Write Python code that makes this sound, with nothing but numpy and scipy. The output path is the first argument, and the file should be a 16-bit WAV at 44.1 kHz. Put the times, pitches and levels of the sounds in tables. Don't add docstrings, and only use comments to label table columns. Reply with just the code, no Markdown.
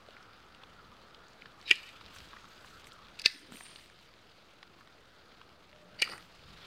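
import sys
import numpy as np
from scipy import signal
from scipy.fft import rfft, irfft
from scipy.io import wavfile
from scipy.ndimage import uniform_filter1d

SR = 44100
rng = np.random.default_rng(int(sys.argv[2]) if len(sys.argv) > 2 else 0)


def boost_factor(decibels):
    exponent = np.asarray(decibels, float) / 20
    return 10 ** exponent


def wav_out(sig):
    wavfile.write(sys.argv[1], SR, np.round(np.clip(np.atleast_2d(sig).T, -1, 1) * 32767).astype(np.int16))


N = 293706
TIME = np.arange(N) / SR


def evened(x):
    return x / np.sqrt(np.mean(x ** 2) + 1e-20)


def along(rows, column=1):
    rows = np.asarray(rows)
    return np.interp(TIME, rows[:, 0], rows[:, column])


def level(rows, column=1):
    edge = np.minimum(TIME - rows[0][0], rows[-1][0] - TIME)
    return boost_factor(along(rows, column)) * np.clip(edge * 200, 0, 1)


def swells(rows, column=3):
    end_db = -20
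    power = 0
    for row in rows:
        u = TIME - row[0]
        shape = np.where(u < 0, -u / row[1], (u / row[2]) ** 2)
        power = power + boost_factor(2 * row[column] + 2 * end_db * shape)
    return np.sqrt(power)


def wavering(size, count=N):
    once = uniform_filter1d(rng.standard_normal(count), size=size)
    return evened(uniform_filter1d(once, size=size))


def add(mix, s, sound):
    part = mix[round(s * SR):][:len(sound)]
    part += sound[:len(part)]


def resonate(x, hz, width):
    turn = np.exp(2j * np.pi * np.cumsum(hz * np.ones(len(x))) / SR)
    r = np.exp(-np.pi * width / SR)
    return 2 * (turn * signal.lfilter([1 - r], [1, -r], x / turn)).real


def resonate_twice(x, hz, width):
    return resonate(resonate(x, hz, width), hz, width)


def grains(per_s, spread_db):
    size = boost_factor(spread_db * np.minimum(rng.exponential(1, N), 4)) * rng.choice([-1., 1.], N)
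    return evened(size * (rng.random(N) < per_s / SR))


def coloured(x, colour):
    f, db = np.transpose(colour)
    hz = np.fft.rfftfreq(N, 1 / SR)
    gain_db = np.interp(np.log(hz + 1), np.log(f), db, db[0] - 13.5, db[-1])
    return evened(irfft(rfft(x) * boost_factor(gain_db), N))


def hiss(colour, patchy_db, flicker_db):
    frames = N // 64 + 6
    a, b, patches = rng.standard_normal((frames, 129, 3)).T
    patches = evened(uniform_filter1d(uniform_filter1d(patches, size=4, axis=0), size=40, axis=1))
    flicker = evened(uniform_filter1d(rng.standard_normal(frames), size=6))
    z = (a + 1j * b) * boost_factor(patchy_db * patches + flicker_db * flicker)
    return coloured(signal.istft(z, nperseg=256, noverlap=192)[1][:N], colour)


def band(lo_hz, hi_hz):
    sos = signal.butter(4, [lo_hz, hi_hz], "band", fs=SR, output="sos")
    return evened(signal.sosfilt(sos, rng.standard_normal(N)))


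def brief_dip(db):
    centre_s, length_s = 3.37, 0.076
    return boost_factor(db * np.exp(-((TIME - centre_s) / length_s) ** 2))


# (frequency [Hz], level [dB])
WASH_COLOUR = [(60, -3), (150, -0.5), (300, -2), (500, -1), (800, -4), (1600, -9.5), (4000, -21),
               (9000, -38)]
# (time [s], level [dB])
DRONE = [(0.0, -63), (1.9, -62), (3.1, -62.5), (3.6, -72.5), (4.5, -71), (5.3, -66.5), (5.8, -70),
         (6.4, -69), (6.66, -61.5)]
# (peak [s], rise [s], fall [s], low level [dB], middle level [dB])
SHOOT_FALLS = [
    (6.11, 0.22, 0.12, -53, -55.5),
]


def distance():
    drone_hz, width_hz = 1300, 410
    hz = drone_hz * (1 + 0.052 * wavering(size=4000))
    drone = resonate_twice(rng.standard_normal(N), hz, width_hz) * boost_factor(1.4 * wavering(size=1500))
    wash = hiss(WASH_COLOUR, patchy_db=0.8, flicker_db=0.8)
    drone_db = along(DRONE)
    wash_db = -61.5 + 0.26 * (drone_db - DRONE[0][1])
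    low = np.hypot(boost_factor(wash_db) * brief_dip(-7.5), swells(SHOOT_FALLS))
    middle = np.hypot(boost_factor(drone_db), swells(SHOOT_FALLS, column=4))
    return low * wash + middle * evened(drone)


def faint_tone(rows, width_hz):
    hz = along(rows)
    tone = np.sqrt(2) * np.sin(2 * np.pi * np.cumsum(hz) / SR)
    fuzz = evened(resonate(rng.standard_normal(N), hz, width_hz))
    return level(rows, column=2) * (0.94 * tone + 0.59 * fuzz)


# (time [s], pitch [Hz], level [dB])
DOVE = [(5.68, 600, -73), (5.74, 610, -66), (5.9, 598, -69), (6.0, 596, -64)]


def dove():
    return faint_tone(DOVE, 15)


# (time [s], wingbeat [Hz], level [dB])
FLY = [(5.76, 171, -71), (5.936, 185.6, -66), (6.05, 175.1, -71), (6.4, 168, -69.5), (6.66, 164, -66)]


def fly():
    return faint_tone(FLY, 15)


def cricket():
    out, t = np.zeros(N), np.arange(150) / SR
    pip = boost_factor(-61.5) * np.hanning(len(t)) * np.sin(2 * np.pi * 6600 * t)
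    for start_s, gap_s in ((2.385, 0.013), (2.49, 0.014)):
        for stroke in range(6):
            add(out, start_s + gap_s * (stroke + rng.uniform(-.2, .2)), pip)
    return out


# (time [s], level [dB])
BREEZE = [(0.0, -70), (2.3, -69), (2.6, -66), (3.2, -66), (4.5, -73), (5.6, -70.5), (6.66, -71)]
# (peak [s], rise [s], fall [s], level [dB])
GUSTS = [(.85, .6, 0.13, -65), (2.06, 0.18, .08, -61), (2.19, 0.14, 0.24, -60.5), (6.07, 0.37, 0.38, -70),
         (6.47, 0.18, 0.18, -57)]


def wind():
    colour = [(12, -19.5), (40, -5.5), (90, -8.5), (200, -13.5), (500, -43.0), (2000, -65.5)]  # (Hz, dB)
    puffs = coloured(rng.standard_normal(N), colour)
    return np.hypot(boost_factor(along(BREEZE)), swells(GUSTS)) * brief_dip(-14.5) * puffs


# (time [s], rustle level [dB])
RUSTLE = [(0.0, -64), (0.37, -65), (1.65, -63.5), (1.8, -63.5), (2.24, -55), (2.35, -59.5), (2.99, -62.5),
          (3.21, -62), (3.45, -60.5), (3.69, -56), (3.89, -63), (5.01, -66), (5.27, -64.5), (5.67, -67),
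          (5.97, -65), (6.14, -61.5), (6.45, -59.5), (6.66, -56.5)]
# (peak [s], rise [s], fall [s], level
# [dB])
SWISHES = [(1.63, 0.054, 0.045, -76), (1.712, 0.013, .012, -67), (1.72, 0.067, 0.082, -66),
           (1.79, .08, 0.22, -71), (2.145, 0.036, 0.17, -69), (2.51, 0.12, .1, -78),
           (2.664, 0.25, 0.19, -73), (2.8, 0.065, .03, -72), (2.87, 0.032, 0.033, -66),
           (2.93, .03, .03, -75), (3.196, .008, .012, -78), (3.218, 0.0087, .012, -68),
           (3.26, .01, 0.014, -50), (3.28, 0.033, 0.12, -69), (3.392, .015, 0.054, -71),
           (3.544, 0.067, 0.2, -65.5), (3.8, .25, .13, -73), (4.012, .012, .07, -76),
           (4.802, 0.035, 0.021, -77), (6.035, 0.016, 0.037, -59.5), (6.14, 0.18, .06, -71),
           (6.22, .03, 0.09, -77), (6.45, .3, 0.59, -96)]
# (frequency [Hz], level [dB])
BODY_COLOUR = [(500, -18), (1200, -2.5), (2200, -0.5), (3500, 0.5), (4800, -2), (6000, -16), (9000, -27)]
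EDGE_COLOUR = [(3500, -20), (6000, 3), (8000, -3.5), (10000, -8), (13000, -22), (15500, -24)]
SWISH_COLOUR = [(5000, -16), (8000, 3), (10000, -8.5), (12500, -1.5), (14000, -1.5), (15500, -8)]


def foliage():
    body = hiss(BODY_COLOUR, patchy_db=1.5, flicker_db=2.0)
    body = body + 0.27 * coloured(grains(per_s=130, spread_db=7.5), BODY_COLOUR)
    edge = hiss(EDGE_COLOUR, patchy_db=0.7, flicker_db=3.0)
    edge = edge + 0.22 * coloured(grains(per_s=80, spread_db=6.5), EDGE_COLOUR)
    sheen = hiss(SWISH_COLOUR, patchy_db=4.0, flicker_db=1.5)
    rustle_db, swish = along(RUSTLE), swells(SWISHES)
    edge_db = -79.5 + 0.86 * (rustle_db - rustle_db[0])
    brushing = np.hypot(boost_factor(edge_db), boost_factor(1.5) * swish)
    return boost_factor(rustle_db) * body + brushing * edge + swish * sheen


# (time [s], peak level [dB], pitch [Hz], share above 5 kHz [dB])
LEAF_TICKS = [(0.167, -41, 2050, -26), (0.2274, -48, 4400, -16), (0.5478, -43.5, 2850, -18),
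              (0.636, -40, 3250, -20), (1.1461, -41.5, 4000, -28), (1.2832, -49, 6300, -8),
              (1.333, -50, 5160, -18), (1.4206, -37, 2530, -36), (1.458, -43, 3860, -27),
              (1.6132, -43, 4300, -16), (1.627, -44.5, 2690, -12), (1.89, -41, 2810, -13),
              (2.011, -43.5, 3320, -17.5), (2.062, -40, 4120, -15.5), (2.15, -46.5, 4120, -6),
              (2.185, -39.5, 4140, -20), (2.2874, -45, 4430, -12), (2.843, -41, 4040, 2),
              (2.8697, -42, 2220, -7), (2.920, -39.5, 3950, -18), (3.3938, -50, 1970, 3),
              (3.5212, -39, 1700, -6), (3.557, -38, 2420, -16), (3.899, -47, 1900, -13),
              (1.52, -50, 3900, -20), (0.107, -45, 3500, -21), (4.6295, -42.5, 3800, -32),
              (4.874, -44, 1490, -30), (3.57, -40, 3050, -11), (3.6084, -37, 2060, -22),
              (3.666, -41, 2600, -13), (3.759, -36.5, 3700, -22), (4.6287, -40.5, 2190, -37.5),
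              (5.4156, -44, 3210, -30), (5.7295, -43.5, 2530, -33.5), (6.3944, -46, 2400, -19)]
# (time [s], peak level [dB], pitch [Hz])
TWIG_KNOCKS = [(0.087, -40, 526), (0.634, -42.5, 1000), (1.457, -40, 1450), (2.163, -43, 1450),
               (2.273, -45, 420), (2.332, -38.5, 1370), (2.338, -38.5, 1250), (2.364, -42, 1250),
               (2.369, -42, 1600), (2.443, -42, 1240), (2.646, -39, 1310), (2.011, -42, 1160),
               (3.521, -41, 215), (3.538, -44, 480), (3.548, -44, 250), (3.607, -41.5, 856),
               (3.613, -50.5, 260), (4.788, -49, 900), (4.809, -44, 1400), (4.816, -50, 1300),
               (4.629, -48, 1000), (5.414, -41.5, 1227)]


def ticks():
    rows = [(*tick, 0.011) for tick in LEAF_TICKS]
    rows += [(*knock, -37, 0.025) for knock in TWIG_KNOCKS]
    out, t = np.zeros(N), np.arange(1200) / SR
    snaps, edges = band(1050, 4200), band(7350, 9060)
    onset = np.sin(np.pi / 2 * np.minimum(t / 0.00033, 1)) ** 2
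    for (s, db, hz, bright_db, t60), chance in zip(rows, rng.random((len(rows), 10))):
        ring = 0
        for k, (shift, phase) in enumerate(chance.reshape(5, 2)):
            octaves = 0.8 * ((k + shift) / 5 - .5)
            ring = ring + np.sin(2 * np.pi * (hz * 2 ** octaves * t + phase))
        now = slice(round(s * SR), round(s * SR) + len(t))
        snap = (0.4 * snaps[now] + boost_factor(bright_db) * edges[now]) * np.exp(-t / 0.0023)
        sound = (ring / 2 + snap) * boost_factor(-60 * t / t60) * onset
        add(out, s, boost_factor(db) * sound / abs(sound).max())
    return out


# (peak [s], rise [s], fall [s], level [dB])
HAND_SHIFTS = [(3.352, .025, .045, -56), (3.415, .035, .05, -56), (3.44, .1, .06, -61),
               (3.495, .05, .04, -56), (3.53, .045, .05, -52.5)]
# (time [s], frequency [Hz])
HAND_PITCH = [
    (3.45, 281.6),
    (3.55, 223),
]


def handling():
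    hz = along(HAND_PITCH)
    rub = evened(resonate_twice(grains(per_s=3000, spread_db=1.5), hz, 170))
    hum = np.sin(2 * np.pi * np.cumsum(hz) / SR)
    return swells(HAND_SHIFTS) * (.55 * rub + 0.59 * hum)


# (peak [s], rise [s], fall [s], level [dB])
SPRING_SLIDES = [
    (3.275, .012, 0.25, -66.5),
    (3.56, 0.047, 0.32, -59.5),
    (3.635, 0.064, 0.069, -60),
    (6.12, 0.13, 0.097, -60.5),
]
# (frequency [Hz], width [Hz], level [dB])
COIL = [(8950, 600, 6), (9000, 520, -5)]
# (time [s], level [dB], pitch [Hz])
BOLT_SQUEAL = [(6.065, -82, 13150), (6.12, -71, 13150), (6.185, -77, 13150), (6.24, -85, 13000)]


def spring():
    scrape = grains(per_s=1400, spread_db=3.5)
    tone = sum(boost_factor(db) * resonate_twice(scrape, hz, width) for hz, width, db in COIL)
    squeal = resonate(grains(per_s=900, spread_db=2.0), along(BOLT_SQUEAL, column=2), 70)
    return evened(tone) * swells(SPRING_SLIDES) + level(BOLT_SQUEAL) * evened(squeal)


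# (centre [s], length [s], peak level [dB], pitch [Hz])
JOLTS = [(1.712, 0.011, -32.5, 370), (1.7125, 0.0073, -37, 900), (1.723, .01, -46, 380),
         (3.2607, .009, -34, 443), (3.261, 0.015, -44.5, 179), (6.0222, 0.0069, -33, 480),
         (6.021, 0.0071, -38.5, 870), (6.028, .008, -47, 500), (6.098, .008, -46, 453),
         (6.134, 0.0071, -47, 500)]


def jolts():
    out = np.zeros(N)
    for s, length, db, hz in JOLTS:
        t = np.arange(-length / 2, length / 2, 1 / SR)
        push = np.cos(np.pi * t / length) ** 2 * np.cos(2 * np.pi * hz * t)
        add(out, s - length / 2, boost_factor(db) * push)
    return out


# (peak [s], rise [s], fall [s], rub at handle end [dB], rub at tip [dB])
RUBS = [
    [(1.68, 0.023, 0.031, -56, -41), (1.705, 0.039, 0.026, -39, -45), (1.73, .03, 0.17, -49, -52.5),
     (1.87, .07, 0.073, -53.5, -59.5)],
    [(3.2, 0.02, .03, -54.5, -50.5), (3.252, 0.013, 0.026, -40, -35), (3.28, .035, 0.12, -52, -50),
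     (3.33, .06, 0.16, -62, -59.5)],
    [(5.992, 0.0085, 0.033, -50, -46.5), (6.025, 0.012, 0.061, -42, -46), (6.06, .04, 0.16, -51.5, -55),
     (6.115, .07, 0.055, -58, -49.5)],
]
# (frequency [Hz], width [Hz], level [dB])
SLIDE_MODES = [
    [(1810, 210, -5), (2400, 225, -1.5), (2600, 240, -1), (2950, 240, -0.5), (3740, 300, 1),
     (4080, 260, 0.5), (4500, 330, -2), (4920, 320, -5)],
    [(1730, 280, 0.5), (2070, 280, 2), (2490, 287, -2), (2800, 260, -3), (3500, 300, -2.5), (3900, 350, 1),
     (4410, 300, -0.5), (4800, 280, 1), (5150, 300, -1), (5700, 400, -9)],
    [(1920, 240, 1), (2300, 200, -6), (2540, 200, -3), (2920, 180, 1), (3600, 350, -9), (4140, 250, -8),
     (4540, 290, 0), (4750, 200, -2), (5240, 250, -13)],
]


def rubbing(rub, slide):
    out, first = np.zeros(N), round(rub[0][0] * SR)
    now = slice(first - SR // 10, first + SR // 2)
    slips = grains(per_s=5000, spread_db=2.0) * boost_factor(1.0 * wavering(size=200))
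    slips = slips[now]
    ends = np.zeros((2, len(slips)))
    for peak_hz, width, peak_db in slide:
        drift_hz = peak_hz * (1 + .02 * wavering(size=900, count=len(slips)))
        ring = evened(resonate_twice(slips, drift_hz, width))
        end = int(peak_hz > 3300)
        ends[end] += boost_factor(peak_db + 1.5 * wavering(size=250, count=len(slips))) * ring
    handle, tip = evened(ends[0]), evened(ends[1])
    out[now] += swells(rub)[now] * handle + swells(rub, column=4)[now] * tip
    return out


# (frequency [Hz], level [dB], t60 [s])
FIRST_STEEL = [(1430, -27.5, 0.023), (1956, -6.5, 0.057), (2504, 4.5, 0.026), (2690, 0.5, 0.027),
               (2840, 5.5, 0.016), (3590, -26, 0.0198), (3830, -13.5, 0.025), (4500, -5, .02),
               (4900, -2.5, 0.037), (6710, -3, 0.024), (8670, -35.5, .011)]
SECOND_STEEL = [(1318, -49, 0.0033), (1780, -14, 0.077), (2020, -10, 0.039), (2420, -7.5, 0.02),
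                (2627, 1, 0.02), (3793, 1.5, 0.015), (4000, -14, .018), (4530, -1.5, 0.019),
                (4754, 1, 0.024), (5140, -3.5, 0.0218), (5750, -2, 0.011), (2834, -5, 0.016),
                (6900, -16.5, .014), (8490, -12, 0.016)]
THIRD_STEEL = [(900, -22, 0.02), (3620, -14, 0.022), (1240, -9, 0.026), (1920, -13.5, 0.073),
               (2355, 2, 0.023), (2500, -13, 0.033), (2837, 3, 0.019), (4290, 4, 0.0092), (4530, 5.5, 0.01),
               (4680, -7, 0.032), (5030, 4, 0.013), (5590, -2.5, 0.015), (6700, -7, 0.02),
               (8670, 13, 0.014)]
# (time [s], peak level [dB], pitch the struck spot favours [Hz], edge click [dB])
FIRST_BLOWS = [(1.6788, -29.5, 2900, -20), (1.6868, -31, 3500, -21), (1.6957, -28.5, 3000, -12.5),
               (1.7072, -16, 2750, -18), (1.7088, -18, 2900, -26), (1.7113, -3, 2700, -24),
               (1.7134, -7.5, 2400, -26), (1.7145, -26, 4900, -28.5), (1.716, -22, 2200, -31.5),
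               (1.718, -22, 2000, -30), (1.7202, -22.5, 2200, -28), (1.7224, -26, 2300, -28.5),
               (1.7295, -33, 2200, -10), (1.7385, -41, 2400, -18), (1.7553, -33, 3400, -12),
               (1.7595, -34, 3800, -22), (1.774, -42, 3000, -18), (1.784, -40, 2500, -22),
               (1.807, -47, 2500, -20), (1.831, -48, 4500, -4), (1.838, -44, 2400, -22),
               (1.874, -51, 2950, -22), (1.89, -53, 1450, 0)]
SECOND_BLOWS = [(3.1906, -32, 3000, -12), (3.1953, -26, 4580, -12), (3.1957, -33, 2900, -19.5),
                (3.217, -30.5, 4800, -10.5), (3.2177, -36, 2800, -19.5), (3.241, -32, 2700, -22),
                (3.2502, -28, 4750, -27.5), (3.253, -35, 2700, -29.5), (3.2558, -18.5, 3800, -24),
                (3.257, -20, 4600, -28), (3.2569, -17.5, 2650, -29), (3.2592, -1, 3830, -20),
                (3.2621, -19, 5100, -30.5), (3.2631, -21.5, 2050, -27.5), (3.267, -26, 2500, -27),
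                (3.2725, -35, 5100, -26), (3.2805, -37, 4500, -18), (3.302, -42, 2100, -20),
                (3.313, -45, 2050, -20), (3.324, -42, 4300, -12), (3.337, -46, 4700, -18),
                (3.345, -46, 2400, -20), (3.361, -47, 2500, -9), (3.404, -51, 2400, -16),
                (3.416, -57, 2050, -18), (3.43, -55, 4700, -18)]
THIRD_BLOWS = [(5.9905, -40, 3180, -23), (5.9988, -33, 3470, -22), (6.003, -33, 2500, -15),
               (6.0142, -36, 2600, -28), (6.017, -29, 2700, -26), (6.018, -19, 4400, -20),
               (6.0192, -21, 2900, -27), (6.0208, -10.5, 2940, -12), (6.0215, -22, 2300, -19),
               (6.0238, -25, 4600, -28), (6.0259, -17.5, 2350, -28), (6.028, -24, 2200, -28),
               (6.0342, -35, 2200, -28), (6.0405, -30, 2350, -26), (6.0425, -35, 4500, -26),
               (6.06, -39, 1920, -28), (6.0725, -34, 2800, -24), (6.0758, -35, 1300, -15),
               (6.0902, -34.5, 2600, -11), (6.0972, -38, 1900, -17), (6.0985, -39, 4600, -20),
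               (6.1176, -42, 1300, -20), (6.1228, -35.5, 1250, -22), (6.132, -39, 1410, -14),
               (6.1356, -36, 1250, -22), (6.179, -41, 1660, -6)]
# (factor for a light blow [ratio], added by each dB more [ratio/dB])
RING_LENGTHS = [(.68, -.016), (.62, -.006), (.45, .015)]


def blade_blows(modes, blows, lasting):
    t = np.arange(4000) / SR
    hz, db, t60 = np.transpose(modes)[:, :, None]
    light_db, focus_db, focus_of_light = -30, 7.5, .6
    onset = np.sin(np.pi / 2 * np.minimum(t / .001, 1)) ** 2
    click_band = signal.butter(2, [3500, 9500], "band", fs=SR)
    out = np.zeros(N)
    for s, peak_db, spot_hz, click_db in blows:
        length = max(lasting[0] + lasting[1] * (peak_db - light_db), .25)
        loss_db = (focus_db - focus_of_light * peak_db) * np.log2(hz / spot_hz) ** 2
        rings = boost_factor(db - loss_db - 60 * t / (length * t60)) * np.sin(2 * np.pi * hz * t)
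        blow = (rings * onset).sum(0)
        click = signal.lfilter(*click_band, rng.standard_normal(len(t))) * np.exp(-t / 0.0025)
        add(out, s, boost_factor(peak_db) * (blow / abs(blow).max() + boost_factor(click_db) * click))
    return out


# (frequency [Hz], width [Hz])
HAND_NOTCHES = [
    (4170, 95),
    (3050, 340),
    (3170, 240),
]


def shears():
    steel = FIRST_STEEL, SECOND_STEEL, THIRD_STEEL
    blows = FIRST_BLOWS, SECOND_BLOWS, THIRD_BLOWS
    out = np.zeros(N)
    for k in range(3):
        snip = blade_blows(steel[k], blows[k], RING_LENGTHS[k]) + rubbing(RUBS[k], SLIDE_MODES[k])
        notch_hz, width_hz = HAND_NOTCHES[k]
        snip = signal.lfilter(*signal.iirnotch(notch_hz, notch_hz / width_hz, fs=SR), snip)
        out += signal.lfilter(*signal.butter(2, 130, "high", fs=SR), snip)
    return out


def trees(x):
    t = np.arange(12000) / SR
    taps = rng.choice([-1., 1.], len(t)) * (rng.random(len(t)) < 2500 / SR)
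    taps = taps * boost_factor(-60 * t / 0.16) * (t > .005)
    return signal.oaconvolve(x, taps / np.linalg.norm(taps))[:N]


def scene():
    far = distance() + dove() + fly() + cricket()
    around = wind() + foliage() + ticks() + handling()
    tool = shears()
    close = spring() + jolts() + tool + boost_factor(-18.5) * trees(tool)
    return (far + around + close)[None]


def low_pass(x):
    return signal.sosfilt(signal.butter(12, 16250, fs=SR, output="sos"), x)


def record(dry):
    noisy = dry + boost_factor(-85) * rng.standard_normal(dry.shape)
    lowpass = signal.firwin(255, 15900, window=("kaiser", 9), fs=SR)
    limited = signal.oaconvolve(noisy, lowpass[None], "same")
    return low_pass(limited - .0004)


dry = scene()
out = record(dry)
wav_out(out)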